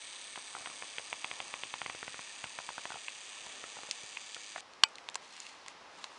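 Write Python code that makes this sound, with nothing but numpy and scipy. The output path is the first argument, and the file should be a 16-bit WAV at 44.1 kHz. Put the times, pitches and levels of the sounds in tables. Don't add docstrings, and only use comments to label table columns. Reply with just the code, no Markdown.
import sys
import numpy as np
from scipy import signal
from scipy.fft import rfft, irfft
from scipy.io import wavfile
from scipy.ndimage import uniform_filter1d, minimum_filter1d

SR = 44100
rng = np.random.default_rng(int(sys.argv[2]) if len(sys.argv) > 2 else 0)


def digitize_waveform(pressure):
    field = np.atleast_2d(pressure).T
    bounded = np.clip(field, -1, 1)
    quanta = np.round(bounded * 32767).astype(np.int16)
    wavfile.write(sys.argv[1], SR, quanta)


N = 272538
TIME = np.arange(N) / SR
RING_SIZE = 2048
FREQS = np.arange(RING_SIZE // 2 + 1) * SR / RING_SIZE


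def undb(db):
    return 10 ** (np.asarray(db) / 20)


def unit(x):
    return x / np.sqrt(np.mean(x ** 2))


def drift(rate_hz):
    hold = int(SR / rate_hz)
    held = np.repeat(rng.standard_normal(N // hold + 4), hold)
    return unit(uniform_filter1d(uniform_filter1d(held, hold), hold)[hold:hold + N])


def bell(centre_hz, width_hz, slope=2):
    return 1 / (1 + ((FREQS - centre_hz) / width_hz) ** slope)


def delay(ms):
    return np.exp(-2j * np.pi * FREQS * ms / 1000)


def resonances(modes):
    power = sum(undb(db) ** 2 / (1 + 2 * ((FREQS - hz) / width) ** 2) ** 2 for hz, width, db in modes)
    return np.sqrt(power) * FREQS ** 2 / (FREQS ** 2 + (modes[0][0] / 2) ** 2)


def ring(gain):
    cepstrum = irfft(np.log(gain + gain.max() * 1e-4))
    cepstrum[1:RING_SIZE // 2] *= 2
    cepstrum[RING_SIZE // 2 + 1:] = 0
    return irfft(np.exp(rfft(cepstrum)))


def through(x, gain):
    return signal.oaconvolve(x, ring(gain))[:len(x)]


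def scuff(contact_ms):
    ms = (np.arange(RING_SIZE) - RING_SIZE // 2) * 1000 / SR
    pressure = np.exp(-(ms / contact_ms / 2) ** 4)
    force = rng.standard_normal(RING_SIZE) * pressure
    for _ in range(8):
        force = pressure * irfft(np.exp(1j * np.angle(rfft(force))))
    return force


def strike(force, body, tail_db, tail_t60):
    hit = signal.fftconvolve(force, ring(body))
    tail = rng.standard_normal(RING_SIZE) * undb(-60 * TIME[:RING_SIZE] / tail_t60)
    tail *= undb(tail_db) / np.linalg.norm(tail)
    tail[0] = 1
    return signal.fftconvolve(hit, tail)


def place(out, hit, s, db):
    start = int(s * SR) - RING_SIZE // 2
    hit = hit * undb(db) * np.sqrt(SR / 1000 / np.sum(hit ** 2))
    out[start:start + len(hit)] += hit[:N - start]


# frequency in Hz, relative noise density in dB.
HUSH_SPECTRUM = [(18, -57), (30, -24.5), (208, -15), (266, -10), (300, -10), (331, -11.5), (554, -7),
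                 (744, -6), (821, -4), (1160, -4), (1280, -4.5), (1370, -8.5), (1710, -8), (5690, -16.5),
                 (10500, -32.5), (13600, -83), (22000, -120)]


def outdoor_hush(level_db=-56.5, swell_db=1.2, flicker_db=0.76):
    hz, db = np.transpose(HUSH_SPECTRUM)
    colour = undb(np.interp(np.log(FREQS + 1), np.log(hz), db))
    hush = 0
    for centre_hz in 62.5 * 2 ** np.arange(9):
        octave = np.cos(np.pi / 2 * np.clip(np.log2((FREQS + 1) / centre_hz), -1, 1))
        hush += through(rng.standard_normal(N), colour * octave) * undb(flicker_db * drift(7.6))
    return unit(hush) * undb(level_db + swell_db * drift(4.384))


# pitch in Hz, width in Hz, relative level in dB.
CASE_MODES = [(200, 160, -35), (440, 100, -12), (1012, 210, 4), (1620, 180, 0), (2064, 260, 2.5),
              (2660, 480, 4), (3450, 660, 1), (4230, 490, 2.5), (4970, 550, -3), (6240, 1700, -4),
              (7300, 1900, -10), (8940, 990, -11)]
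# firmest moment in seconds, level in dB, swell and release in seconds.
FINGER_STROKES = [(5.24, -57.5, 0.014, 0.028), (5.36, -55, 0.042, 0.093), (5.46, -54.5, 0.05, 0.041),
                  (5.69, -61.5, 0.011, 0.022), (6.035, -56, 0.04, 0.024), (6.17, -62, 0.049, .04)]


def finger_rubs(grain_db=2.5, low_cut_hz=1800):
    power = 0
    for s, db, swell_s, release_s in FINGER_STROKES:
        width_s = np.where(TIME < s, swell_s, release_s)
        power += undb(db) ** 2 * np.exp(-((TIME - s) / width_s) ** 2 / 2)
    drag = rng.standard_normal(N) * undb(grain_db * drift(400))
    body = resonances(CASE_MODES) * FREQS / (FREQS + low_cut_hz)
    return unit(through(drag, body)) * np.sqrt(power)


# start in seconds, level in dB, bass and treble shelves
# in dB, pitch of the touched part in Hz.
FINGER_CLICKS = [(3.083, -28, 2, -34, 2640), (3.9118, -23, -20, 3, 5370), (4.171, -28, -3.5, -45, 2530),
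                 (4.3463, -32.5, -26, 4.5, 3250), (4.736, -47, -15, 4, 4300), (4.888, -51, -20, 11, 8500),
                 (4.9565, -39.5, -30, 3, 4040), (4.984, -39, -14, -4.5, 1960), (5.0884, -29, 4, -5, 3600),
                 (5.099, -44, -22, 8, 7500), (5.145, -36.5, -16, 5, 5870), (5.156, -24.5, 10, 7, 7540),
                 (5.378, -43, 2, -5, 1500), (5.403, -34.5, -28, 12, 6900), (5.4667, -39, -15, 2, 2800),
                 (5.663, -40.5, 16, 3, 3240), (5.683, -35, 5.5, 11, 2010), (6.042, -30, 6, -0.5, 3900)]


def case_clicks(bass_hz=1700, treble_hz=4800, part_db=9.5):
    out = np.zeros(N)
    for s, db, bass_db, treble_db, part_hz in FINGER_CLICKS:
        touch_db = bass_db * bell(0, bass_hz, slope=6) + treble_db * (1 - bell(0, treble_hz, slope=6))
        touch_db += part_db * bell(part_hz, width_hz=300)
        body = resonances(CASE_MODES) * undb(touch_db)
        place(out, strike(scuff(contact_ms=0.56), body, tail_db=-12, tail_t60=0.035), s, db)
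    return out


# start in seconds, level in dB, contact time in ms.
LEVER_SNAP = (4.8371, -6, 1)
# pitch in Hz, width in Hz, relative level in dB.
LEVER_MODES = [(150, 86, -33), (280, 100, -26.5), (790, 140, -9.5), (1105, 200, -1), (1586, 200, -2.5),
               (2000, 70, -8), (3030, 430, 2.5), (3600, 140, -4.5), (4400, 390, 0), (5540, 370, -5.5),
               (6800, 360, -9.5), (8240, 900, -19), (10000, 510, -20)]
# pitch in Hz, starting level in dB, seconds to fade 60 dB.
AFTER_SNAP_TONES = [(884, -35, 0.078), (1415, -46, 0.17), (2320, -34, 0.085), (2510, -34.5, 0.1),
                    (3020, -39, 0.086), (4700, -44, 0.1), (7750, -39, 0.071)]


def zoom_lever():
    out = np.zeros(N)
    s, db, contact_ms = LEVER_SNAP
    snap = strike(scuff(contact_ms), resonances(LEVER_MODES), tail_db=-17, tail_t60=0.021)
    place(out, snap, s, db)
    age, start = TIME[:SR // 4], int(s * SR)
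    for hz, tone_db, t60 in AFTER_SNAP_TONES:
        out[start:start + len(age)] += undb(tone_db - 60 * age / t60) * np.sin(2 * np.pi * hz * age)
    return out


# pitch in Hz, width in Hz, relative level in dB.
BARREL_MODES = [(123, 57, -15.5), (543, 170, -5), (742, 270, 0), (1066, 205, 1), (1430, 380, -4.5),
                (2050, 460, 2), (2680, 330, 5), (3160, 1500, 1)]
# time in seconds, pitch of its hollow in Hz,
# wall ring in dB, chatter in dB.
BARREL_TRAVEL = [(.55, 1070, -5, -4.5), (.98, 1020, 1, -13), (1.13, 930, 0.5, -13), (1.31, 1090, 1.5, -15),
                 (1.5, 1030, -3.5, -13), (1.85, 1090, -3, -14), (2.65, 940, -8.5, -6), (3.7, 810, -6, -3)]


def barrel_knock(s, contact_hz, bass_db, hollow_db, detune=0.044, colour_db=0.9, bounce_ms=0.892):
    travel_s, *columns = np.transpose(BARREL_TRAVEL)
    hollow_hz, wall_db, chatter_db = (np.interp(s, travel_s, column) for column in columns)
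    modes = [(hz * (1 + detune * rng.standard_normal()), width, db + colour_db * rng.standard_normal())
             for hz, width, db in BARREL_MODES]
    modes[3] = (hollow_hz, *modes[3][1:])
    bounce = undb(-9 + 2 * rng.standard_normal()) * delay(bounce_ms)
    chatter = undb(chatter_db) * rfft(np.fft.ifftshift(scuff(bounce_ms))) * delay(2 * bounce_ms)
    softness = 1 / np.sqrt(1 + (FREQS / contact_hz) ** 8) + undb(-21)
    force = np.fft.fftshift(irfft((1 + bounce + chatter) * softness))
    spot_db = bass_db * bell(0, 600, slope=4) + hollow_db * bell(hollow_hz, 350, slope=4)
    spot_db += wall_db * (bell(2200, 260) - bell(1530, 260))
    return strike(force, resonances(modes) * undb(spot_db), tail_db=-9.5, tail_t60=0.026)


# start in seconds, level in dB, contact bandwidth in Hz,
# bass thump in dB, hollow ring in dB.
BARREL_TICKS = [(0.3586, -33.0, 3000, -9, -4), (0.3765, -34.5, 1270, 0, -3), (0.551, -31, 1770, -1, 1),
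                (0.582, -42, 1070, -5, 0), (0.61, -42.5, 1070, -1, -3), (0.6595, -30, 2880, -4, -3),
                (0.7, -41, 2110, 6, 3), (0.8237, -32, 2520, 3, 3), (0.9835, -26.5, 3400, 0, -8),
                (1.1288, -25, 2900, 0, 3), (1.2452, -24.5, 3720, 2.5, 2.5), (1.314, -28, 3240, 2, -4),
                (1.403, -27.5, 3330, 2, -0.5), (1.5402, -28, 3180, 4.5, -0.5),
                (1.6356, -27.5, 3520, 4.5, -2.5), (1.74, -27, 3430, 5, 6.5), (1.817, -26.5, 2560, 2, -1.5),
                (1.8621, -27.5, 2680, 5.5, 0.5), (1.8987, -28.5, 2200, 1.5, -3.5),
                (1.9494, -35.5, 2150, 10, -3.5), (2.0296, -30.5, 2150, 5, -5.5), (2.08, -32, 2290, 5, -7),
                (2.1442, -35.5, 1960, 3, -9), (2.193, -35, 1910, 8, -4), (2.4419, -28.5, 2660, 4, -3.5),
                (2.5885, -29, 2180, 0.5, -1), (2.6905, -29, 2500, 5, 3), (2.781, -29.5, 1570, -0.5, 0),
                (2.8548, -28.5, 2830, 6, 1.5), (2.9047, -33, 1530, 3, -4), (2.92, -33.5, 1390, -10, 3),
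                (2.9437, -37, 1500, 4, -7), (2.9572, -36, 1060, -1, 1), (3.467, -42, 1100, 3, -9),
                (3.64, -35.5, 1600, 6.5, -2.5), (3.7694, -37.5, 1350, 5, -1), (3.789, -39.5, 1300, 2, -2),
                (3.8343, -38.5, 1980, 5, -3), (3.8886, -40.5, 1120, 11.5, -2), (4.037, -46, 480, 3, -1),
                (4.3657, -37, 1970, 1, -1), (4.561, -29, 1900, -4, 6), (4.58, -34.5, 1760, -1, -5)]
# time in seconds, rebound in dB against its tick.
BARREL_REBOUND = [(.36, -12), (.55, -4.5), (.68, -3.5), (1.1, -16), (1.75, -19), (2.1, -24), (2.65, -8.5),
                  (2.9, -17), (2.96, -5), (3.5, -29), (3.8, -11), (4.04, -10), (4.56, -28)]


def barrel_ticks(rebound_gap_s=0.0145, spread_s=0.00149, rebound_contact_hz=1250):
    out = np.zeros(N)
    for s, db, contact_hz, bass_db, hollow_db in BARREL_TICKS:
        place(out, barrel_knock(s, contact_hz, bass_db, hollow_db), s, db)
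        rebound_s = s + rebound_gap_s + spread_s * rng.standard_normal()
        rebound_db = db + np.interp(s, *np.transpose(BARREL_REBOUND))
        place(out, barrel_knock(s, rebound_contact_hz, bass_db, hollow_db), rebound_s, rebound_db)
    return out


def step_pulses(steps, step_hz, late_ms, db, jitter_ms=0.022, scatter_db=1.15):
    step = np.arange(1, int(steps[-1]) - 2)
    jitter, scatter = rng.standard_normal((len(step), 2)).T
    at_s = np.interp(step, steps, TIME) + (np.resize(late_ms, len(step)) + jitter_ms * jitter) / 1000
    strength = undb(np.resize(db, len(step)) + scatter_db * scatter)
    taps = (at_s * SR).astype(int)[:, None] + np.arange(-3, 5)
    pulses = strength[:, None] * np.sinc(taps - at_s[:, None] * SR)
    out = np.zeros(N)
    np.add.at(out, np.clip(taps, 0, N - 1), pulses)
    return out * np.sqrt(SR / step_hz)


# knock delay in ms, knock strength in dB,
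# backlash delay in ms, backlash strength in dB.
TURN_STEPS = [(0.089, -3, 2.1, -10), (0.14, -3.5, 2.3, -5.5), (0.243, -0.5, 2.2, -3), (0.15, -1, 2.9, -8.5),
              (0.444, -2, 2.2, -8.5), (0.35, -5, 3.1, -11)]


def gear_teeth(steps, step_hz, scrape_ms=0.92, grit_db=0.5):
    knock_ms, knock_db, backlash_ms, backlash_db = np.transpose(TURN_STEPS)
    knock = step_pulses(steps, step_hz, knock_ms, knock_db)
    backlash = step_pulses(steps, step_hz, backlash_ms, backlash_db)
    scrape = np.sqrt(signal.lfilter([1], [1, -np.exp(-2000 / SR / scrape_ms)], knock ** 2))
    scrape = uniform_filter1d(scrape, int(2 * scrape_ms * SR / 1000))
    scrape = unit(scrape * undb(grit_db * rng.standard_normal(N)))
    contact = scuff(contact_ms=0.39)
    contact /= np.linalg.norm(contact)
    knock, backlash = (signal.oaconvolve(x, contact, mode="same") for x in (knock, backlash))
    return knock, backlash, scrape


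ZOOM_MOMENTS_S = [0.2, 0.55, 0.9, 1.7, 2.7, 3.4, 4.3]
# pitch in Hz, width in Hz, then relative level in dB
DRIVE_MODES = [(1822, 235, -0.5, -1.5, -1.5, 0.5, 0.5, 0, 0), (2243, 176, 3, 2, 1, 0.5, 1, 0.5, 1.5),
               (2564, 490, -1, -2.5, 0, 2, 2, 2.5, 0.5), (3246, 710, 0.5, -3.5, -0.5, -1, -1, 1, -1),
               (3894, 740, -1, -2, -3.5, -3.5, -2, -3.5, -2.5), (4750, 480, -6, -3, -0.5, -1, 0, -3, 0.5),
               (6230, 940, -2, -1.5, -0.5, -1, -1, -1, -1),
               (7280, 930, -17, -12, -14.5, -10.5, -7.5, -5.5, -5),
               (8404, 955, 0, 1, -0.5, -2, -2.5, -3, -5), (9610, 1340, -24, -24, -26, -22, -20, -20, -21)]
# frequency in Hz, then in dB the gear noise,
# its lift at the tight spot, scrape, backlash and the limp of every second step.
RASP_MIX = [(2180, 3, 5, -11, -0.5, -1), (3560, -5, 6, -3.5, -3.5, 2.5), (4750, -10.5, -1, -12.5, -17, -12),
            (6260, 0, 2.5, -5, -6, 0), (8500, -5.5, 3.5, -3.5, -10.5, -2)]


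def zoom_motor(step_hz=210.3, wander=0.007, level_db=-48.5, sag_db_per_s=-0.24, stop_s=4.608):
    steps = np.cumsum(step_hz * (1 + wander * drift(25))) / SR
    knock, backlash, scrape = gear_teeth(steps, step_hz)
    turns = (steps - 1) / len(TURN_STEPS)
    tight_spot = np.exp(2.2 * (np.cos(2 * np.pi * (turns - 0.62)) - 1))
    limping = np.round(steps - 1) % 2 * np.clip(TIME / 0.75, 0, 1) ** 2
    mix_hz, *columns = np.transpose(RASP_MIX)
    rasp = 0
    for k, (hz, width, *zoom_db) in enumerate(DRIVE_MODES):
        gear_db, tight_db, scrape_db, backlash_db, limp_db = (np.interp(hz, mix_hz, c) for c in columns)
        limp = undb(limp_db * limping)
        grind = undb(gear_db + tight_db * tight_spot)
        friction = np.hypot(undb(scrape_db) * scrape * limp, grind) * rng.standard_normal(N)
        force = unit(knock * limp + undb(backlash_db) * backlash + friction)
        band = 1 / np.sqrt(1 + np.abs(2 * (FREQS - hz) / width) ** 3.97)
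        travel_gain = np.interp(TIME, ZOOM_MOMENTS_S, undb(zoom_db))
        rasp += (-1) ** k * travel_gain * through(force, band)
    running = np.clip((stop_s - TIME) / 0.0013, 0, 1)
    return unit(rasp) * undb(level_db + sag_db_per_s * TIME) * running


def scene():
    camera = zoom_motor() + barrel_ticks() + zoom_lever() + case_clicks() + finger_rubs()
    return (camera + outdoor_hush())[None]


def record(dry):
    ceiling, limiter_s, cutoff_hz = 0.97, 0.003, 10420
    window = int(limiter_s * SR)
    gain = ceiling / np.maximum(np.abs(dry), ceiling)
    gain = uniform_filter1d(minimum_filter1d(gain, 2 * window), window)
    low_pass = signal.firwin(221, cutoff_hz, window=("kaiser", 10), fs=SR)
    return signal.oaconvolve(dry * gain, low_pass[None], mode="same")


dry = scene()
out = record(dry)
digitize_waveform(out)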